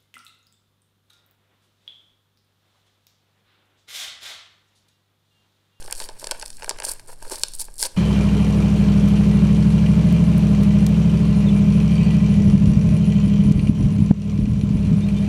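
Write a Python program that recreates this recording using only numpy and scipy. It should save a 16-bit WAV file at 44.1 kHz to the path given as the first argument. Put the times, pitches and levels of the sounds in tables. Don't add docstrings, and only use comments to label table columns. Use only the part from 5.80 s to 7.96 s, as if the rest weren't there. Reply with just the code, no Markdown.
import sys
import numpy as np
from scipy import signal
from scipy.fft import rfft, irfft
from scipy.io import wavfile

SR = 44100
rng = np.random.default_rng(int(sys.argv[2]) if len(sys.argv) > 2 else 0)


def generate_wav(signal):
    frames = np.transpose(np.atleast_2d(signal))
    scaled = np.clip(frames, -1, 1) * 32767
    pcm = np.round(scaled).astype(np.int16)
    wavfile.write(sys.argv[1], SR, pcm)


def level_to_linear(level):
    exponent = np.asarray(level, float) / 20
    return 10 ** exponent


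N = 95432
T = np.arange(N) / SR

# f/Hz, width/Hz, level/dB
BODY = [
    (449.4, 207, 1.5),
    (625, 126, -1.5),
    (875, 151, 4),
    (1573, 226, -1.5),
    (2330, 860, -7),
]
# f/Hz, width/Hz, level/dB
EDGE = [
    (3460, 2170, -13),
    (4494, 575, -1.5),
    (5344, 880, -4),
    (7120, 2150, -8),
    (8745, 1820, -0.5),
    (10600, 1930, -5.5),
    (12300, 8300, -19.5),
    (15200, 2600, -24),
]
TILT_HZ = 6230


def rms_one(x):
    return x / np.sqrt(np.mean(x ** 2) + 1e-20)


def resonance(x, hz, width):
    r = np.exp(-np.pi * width / SR)
    poles = [1, -2 * r * np.cos(2 * np.pi * hz / SR), r * r]
    return signal.lfilter([(1 - r * r) / 2, 0, (r * r - 1) / 2], poles, x + 1e-18)


def burst(hold_s, fall_s):
    rise_s = 0.00008
    t = np.arange(int(0.03 * SR)) / SR
    return np.minimum(t / rise_s, 1) * np.exp(-np.maximum(t - hold_s, 0) / fall_s)


def random_signs(envelope):
    return envelope * rng.choice([-1., 1.], len(envelope))


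def strike(s, peak_db, modes, envelope, tilt_db):
    lag_s, colour_spread_db = 0.0008, 1.5
    out = np.zeros(N + SR)
    for when, peak, tilt in zip(s, peak_db, tilt_db + 0 * s):
        push = random_signs(envelope)
        colour = colour_spread_db * rng.standard_normal(len(modes))
        hit = 0
        for k, (hz, width, level_db) in enumerate(modes):
            rung = rms_one(resonance(resonance(push, hz, width), hz, 2 * width))
            gain = level_to_linear(level_db + colour[k] + tilt * np.log2(hz / TILT_HZ))
            hit = hit + (-1) ** k * rung * np.sqrt(width) * gain
        i = int((when + lag_s) * SR)
        out[i:i + len(hit)] += level_to_linear(peak) * hit / np.abs(hit).max()
    return out[:N]


def grains(per_s, spread_db, hiss, modes, uneven=1.0, tilt_db=0):
    slip_s, slip_colour_db = 0.0011, 4
    gap, size = rng.exponential(1, (2, 2000))
    colour = slip_colour_db * rng.standard_normal((2000, len(modes)))
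    at = np.cumsum((1 - uneven + uneven * gap) * SR / per_s).astype(int)
    inside = at < N
    noise = rng.standard_normal((2, N))
    out = 0
    for k, (hz, width, level_db) in enumerate(modes):
        sizes = np.zeros(N)
        sizes[at[inside]] = level_to_linear(spread_db * np.minimum(size, 2.6) + colour[:, k])[inside]
        slip_train = signal.fftconvolve(sizes, burst(slip_s / 2, slip_s))[:N]
        friction = noise[k % 2] * (hiss + rms_one(slip_train))
        rung = resonance(resonance(friction, hz, width), hz, 2 * width)
        out = out + level_to_linear(level_db + tilt_db * np.log2(hz / TILT_HZ)) * rung
    return rms_one(out)


def air():
    air_db, hum_db, hum_hz, hum_width_hz = -36.5, -65.5, 121.3, 1.36
    # f/Hz, level/dB
    air_spectrum = [
        (3, 6),
        (15, 2),
        (28, -9.5),
        (50, -25.5),
        (150, -32),
        (900, -43.5),
        (1300, -47.5),
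        (16000, -70),
    ]
    hz, db = np.transpose(air_spectrum)
    f = np.maximum(np.fft.rfftfreq(N, 1 / SR), 1)
    shape = level_to_linear(np.interp(np.log(f), np.log(hz), db)) * (f > 1)
    bed = irfft(rfft(rng.standard_normal(N)) * shape, N)
    hum = resonance(rng.standard_normal(N + SR), hum_hz, hum_width_hz)[SR:]
    fade = np.clip(np.minimum(T, T[-1] - T) / 0.032 + 0.63, 0, 1)
    return level_to_linear(air_db) * fade * rms_one(bed) + level_to_linear(hum_db) * rms_one(hum)


def rustle():
    # t/s, level/dB, body level/dB
    finger_moves = [(0, -45.5, -3.5), (.11, -48.5, -14), (0.288, -49.5, -1), (.365, -59.5, 1),
                    (.41, -44, -8.5), (.56, -50, 2), (.645, -50, -6.5), (.86, -48.5, -32), (.96, -57.5, 7),
                    (1.14, -47, -2), (1.235, -58.5, -6), (1.375, -60, -7), (1.43, -48, -6.5),
                    (1.6, -41, -13), (1.705, -50, -22), (1.85, -46, -15), (1.9, -58.5, -17),
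                    (2.16, -51.5, -3.5)]
    s, db, body_db = np.transpose(finger_moves)
    level = level_to_linear(np.interp(T, s, db) - 1.5)
    fine = grains(360, 3.5, 0.99, EDGE)
    dull = grains(70, 1.6, 1.0, BODY)
    return level * (fine + level_to_linear(np.interp(T, s, body_db)) * dull)


def buckles():
    kick, fall_s = 7.15, 0.0021
    # t/s, peak/dB, upper mode tilt/dB, hold/ms
    sheet_pops = [(0.019, -38, -11, 2.9), (0.079, -31.5, 0.5, 2), (0.1, -31.5, 4, 1.6),
                  (0.127, -32, 2, 3.9), (0.212, -27.5, -3.5, 3), (0.221, -35.5, 6, 1.6),
                  (0.29, -27.5, -1.5, 2.2), (0.427, -31.5, -7.5, 1.9), (0.441, -27.5, -4, 1.1),
                  (0.468, -26.5, -4.5, 2.5), (0.491, -33, 4, 1.6), (0.515, -22.5, 0, 4.8),
                  (0.547, -36.5, 7, 1.7), (0.629, -27.5, 2.5, 0.95), (0.782, -43.5, 10, 4.1),
                  (0.797, -36.5, 6.5, 0.9), (0.83, -28, 0.5, 2.5), (0.879, -27, -1, 0.87),
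                  (0.9088, -21.5, -4, 1.4), (1.04, -23, 0.5, 1.6), (1.067, -29.5, -21, 1.2),
                  (1.291, -34, -4, 4.5), (1.327, -38, 0, 1.1), (1.423, -31.5, -1.5, 3.6),
                  (1.449, -34.5, 1, 3.4), (1.519, -24, -9, 5), (1.538, -33.5, 0.5, 5), (1.607, -38, 2, 2.5),
                  (1.883, -37, 1, 1.5), (2.054, -32, -8, 5.3)]
    # t/s, peak/dB, upper mode tilt/dB, hold/ms
    soft_pops = [(.049, -40, -6, 3.3), (.118, -34, 5, 1.8), (0.266, -41, -5, 1.6), (0.809, -40, 7, 1.8),
                 (1.085, -31, -4, 3), (1.195, -39, 12, 0.56), (1.281, -46, -3, 1.6), (1.3, -38, 1, 1.6),
                 (1.465, -37.5, -16, 2), (1.472, -35, -12, 3), (1.495, -35, -2, 1.8), (1.509, -31, -2, 5.6),
                 (1.533, -37, 2, 2.2), (1.556, -44, -6, 5), (1.574, -38, 2, 1.5), (1.583, -41, 0, 2)]
    out = np.zeros(N)
    for s, peak_db, upper_db, hold_ms in list(sheet_pops) + list(soft_pops):
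        push = random_signs(burst(hold_ms / 1000, fall_s))
        push = np.r_[kick, push, np.zeros(len(push))]
        pop = 0
        for k, (hz, width, level_db) in enumerate(BODY):
            rung = rms_one(resonance(resonance(push, hz, width), hz, 3 * width))
            pop = pop + (-1) ** k * level_to_linear(level_db + np.log2(hz / 465) * upper_db) * rung
        i = int(s * SR)
        out[i:i + len(pop)] += (level_to_linear(peak_db) * pop / np.abs(pop).max())[:N - i]
    return out


def snaps():
    snap_db, knock_db, knock_tilt_db = -4, -15, 3.5
    # t/s, peak/dB, treble tilt/dB, body share/dB
    crease_snaps = [(0.0419, -26, -1, -10), (0.1091, -17, 5, -9), (0.1242, -7, 0, -6),
                    (0.2004, -11, -5, -2), (0.2874, -20, -10.5, -2.5), (0.3955, -20, 3.5, -25),
                    (0.4418, -13, -6, -4.5), (0.4693, -10.5, -4.5, -2.5), (0.5099, -2.5, -4, -4.5),
                    (0.5158, -11, -5.5, -2), (0.612, -21.5, -16, -3), (0.6241, -16.5, -7.5, 5),
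                    (0.6587, -16, -1, -7), (0.702, -20, -6, -8), (0.8213, -24.5, -14, 14.5),
                    (0.843, -17.5, 1, 8), (0.8924, -5, -2.5, 0), (0.9086, -14, -12, -16),
                    (0.9852, -21, -8.5, 6.5), (0.9997, -15.5, -2.5, 6), (1.0205, -19, -14, 9.5),
                    (1.049, -7, 1, -35), (1.0896, -8.5, 5, -18), (1.114, -11.5, 10, -27),
                    (1.6335, -0.5, -7.5, -4.5), (1.6824, -17.5, 0, -14.5), (1.735, -18, -3, -21),
                    (1.7962, -11.5, 1.5, -10), (2.026, -0.5, -1, -5)]
    # t/s, peak/dB, treble tilt/dB
    small_ticks = [(0.0245, -25, -7), (0.0593, -25, -2.5), (0.0757, -27, -6), (0.1502, -21.5, 0),
                   (0.156, -35, 5), (0.2125, -25, -8), (0.2392, -21, -7), (0.2964, -31, -5),
                   (0.596, -19, 0), (0.6785, -22.5, -3.5), (0.7284, -32, -8), (0.7678, -25.5, -2),
                   (1.053, -12.5, 6), (1.062, -21, 3), (1.0934, -12, 3), (1.1347, -23, 10),
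                   (1.1949, -25.5, -0.5), (1.425, -23, 1), (1.4967, -19.5, 1), (1.5557, -15, -1),
                   (1.7499, -15, 11), (1.784, -30, 3), (1.851, -23, 8), (1.9397, -26, 6.5),
                   (1.9804, -19.5, 6), (1.993, -17, 7), (2.035, -9, 0), (2.048, -16.5, -13),
                   (2.062, -17.5, -8)]
    # t/s, peak/dB, treble tilt/dB
    further_ticks = [(0.6204, -22, 1), (0.8298, -25, -5), (0.899, -14.5, -6), (.972, -35, 4), (1.581, -23, 3),
                     (1.595, -23, 0), (1.623, -26, -1), (1.762, -27, 11), (1.955, -32, 6), (1.273, -33, 4),
                     (1.26, -38, 4)]
    s, db, tilt, body_db = np.transpose(crease_snaps)
    tick_s, tick_db, tick_tilt = np.transpose(list(small_ticks) + list(further_ticks))
    release = burst(0.0007, 0.0012)
    crack = strike(np.r_[s, tick_s], np.r_[db, tick_db] + snap_db, EDGE, release, np.r_[tilt, tick_tilt])
    knock = strike(s, db + body_db + knock_db, BODY, release, knock_tilt_db)
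    return crack + knock


def slips():
    slip_db = -4.5
    # t/s, peak/dB, treble tilt/dB
    large_slips = [(0.1576, -20.5, 1), (0.1786, -26, 0), (0.1816, -27, 6), (0.1928, -19, 5),
                   (0.207, -25, 0), (0.2175, -23, 9), (0.221, -21, -15), (1.0356, -26, 0), (1.038, -21, 2),
                   (1.0415, -25, 3), (1.0668, -23, -11), (1.07, -21, -2), (1.077, -23, 1), (1.08, -21, 5),
                   (1.0838, -16, 11), (1.0855, -15.5, 0), (1.0965, -17, 16), (1.0995, -19, 12),
                   (1.1047, -33, 8), (1.11, -19, 17), (1.1176, -10.5, 11), (1.5135, -18, -2),
                   (1.517, -12.5, 4), (1.5202, -16, -8), (1.532, -25, -14), (1.5342, -23, -8),
                   (1.5447, -26, -2), (1.7865, -22, 2), (1.793, -15, 7), (1.8028, -15, 7), (1.8047, -13, 6),
                   (1.8093, -17, 11), (1.8128, -13, 10), (1.8157, -10, 10), (1.8201, -29, 10),
                   (1.8222, -24, 7), (1.986, -19, 0), (1.9974, -13.5, -1), (2.0012, -11, 2),
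                   (2.008, -12, 4), (2.0154, -10, 8), (2.0182, -16, 19), (2.022, -9, 10), (2.0394, -22, 4),
                   (2.0422, -20, 8), (2.0518, -11, -10), (2.0576, -13, 1), (2.0648, -18, 8)]
    # t/s, peak/dB, treble tilt/dB
    faint_specks = [
        (0.048, -30, -2),
        (.654, -25, -1),
        (.86, -26.5, -9),
        (1.842, -22, 6),
        (1.964, -32, 7),
        (1.967, -31, 10),
    ]
    s, db, tilt = np.transpose(list(large_slips) + list(faint_specks))
    return strike(s, db + slip_db, EDGE, burst(0.00074, 0.00058), tilt)


def rips():
    rise_s, fall_s = 0.0072, 0.0039
    # t/s, length/s, level/dB, body level/dB
    tear_runs = [(0.161, 0.1, -41, -12), (0.383, 0.036, -49, -19), (1.031, 0.023, -33.5, -14),
                 (1.06, 0.065, -36.5, -9), (1.273, 0.064, -46, -7.5), (1.504, 0.031, -35.5, -10.5),
                 (1.532, 0.028, -40, -6.5), (1.735, 0.018, -39.5, -19.5), (1.794, 0.03, -32, -20),
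                 (1.986, 0.045, -32, -18), (2.03, 0.037, -29.5, -9.5)]
    edge, body = np.zeros(N), np.zeros(N)
    for s, length, db, body_db in tear_runs:
        run = np.clip((T - s) / rise_s, 0, 1) * np.exp(-np.maximum(T - s - length, 0) / fall_s)
        edge += level_to_linear(db) * run
        body += level_to_linear(db + body_db) * run
    fibres = grains(450, -1, 0.42, EDGE, uneven=0.35, tilt_db=2)
    sheet = grains(220, 0.78, 1.0, BODY)
    return edge * fibres + body * sheet


def room(x):
    room_db, t60_s, cut_hz = -18, 0.34, 3700
    t = np.arange(int(0.3 * SR)) / SR
    tail = rng.standard_normal(len(t)) * level_to_linear(-60 * t / t60_s) * np.clip(t / 0.0031, 0, 1)
    tail = signal.sosfilt(signal.butter(1, cut_hz, fs=SR, output="sos"), tail)
    return level_to_linear(room_db) * signal.fftconvolve(x, tail / np.sqrt(np.sum(tail ** 2)))[:N]


def scene():
    paper = rustle() + buckles() + snaps() + slips() + rips()
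    return (air() + paper + room(paper))[None]


def roll_off(x):
    return signal.sosfilt(signal.butter(12, 16830, fs=SR, output="sos"), x)


def record(dry):
    low_pass = signal.cheby2(10, 45, 16700, fs=SR, output="sos")
    mix = signal.sosfilt(low_pass, dry)
    return roll_off(mix)


dry = scene()
out = record(dry)
generate_wav(out)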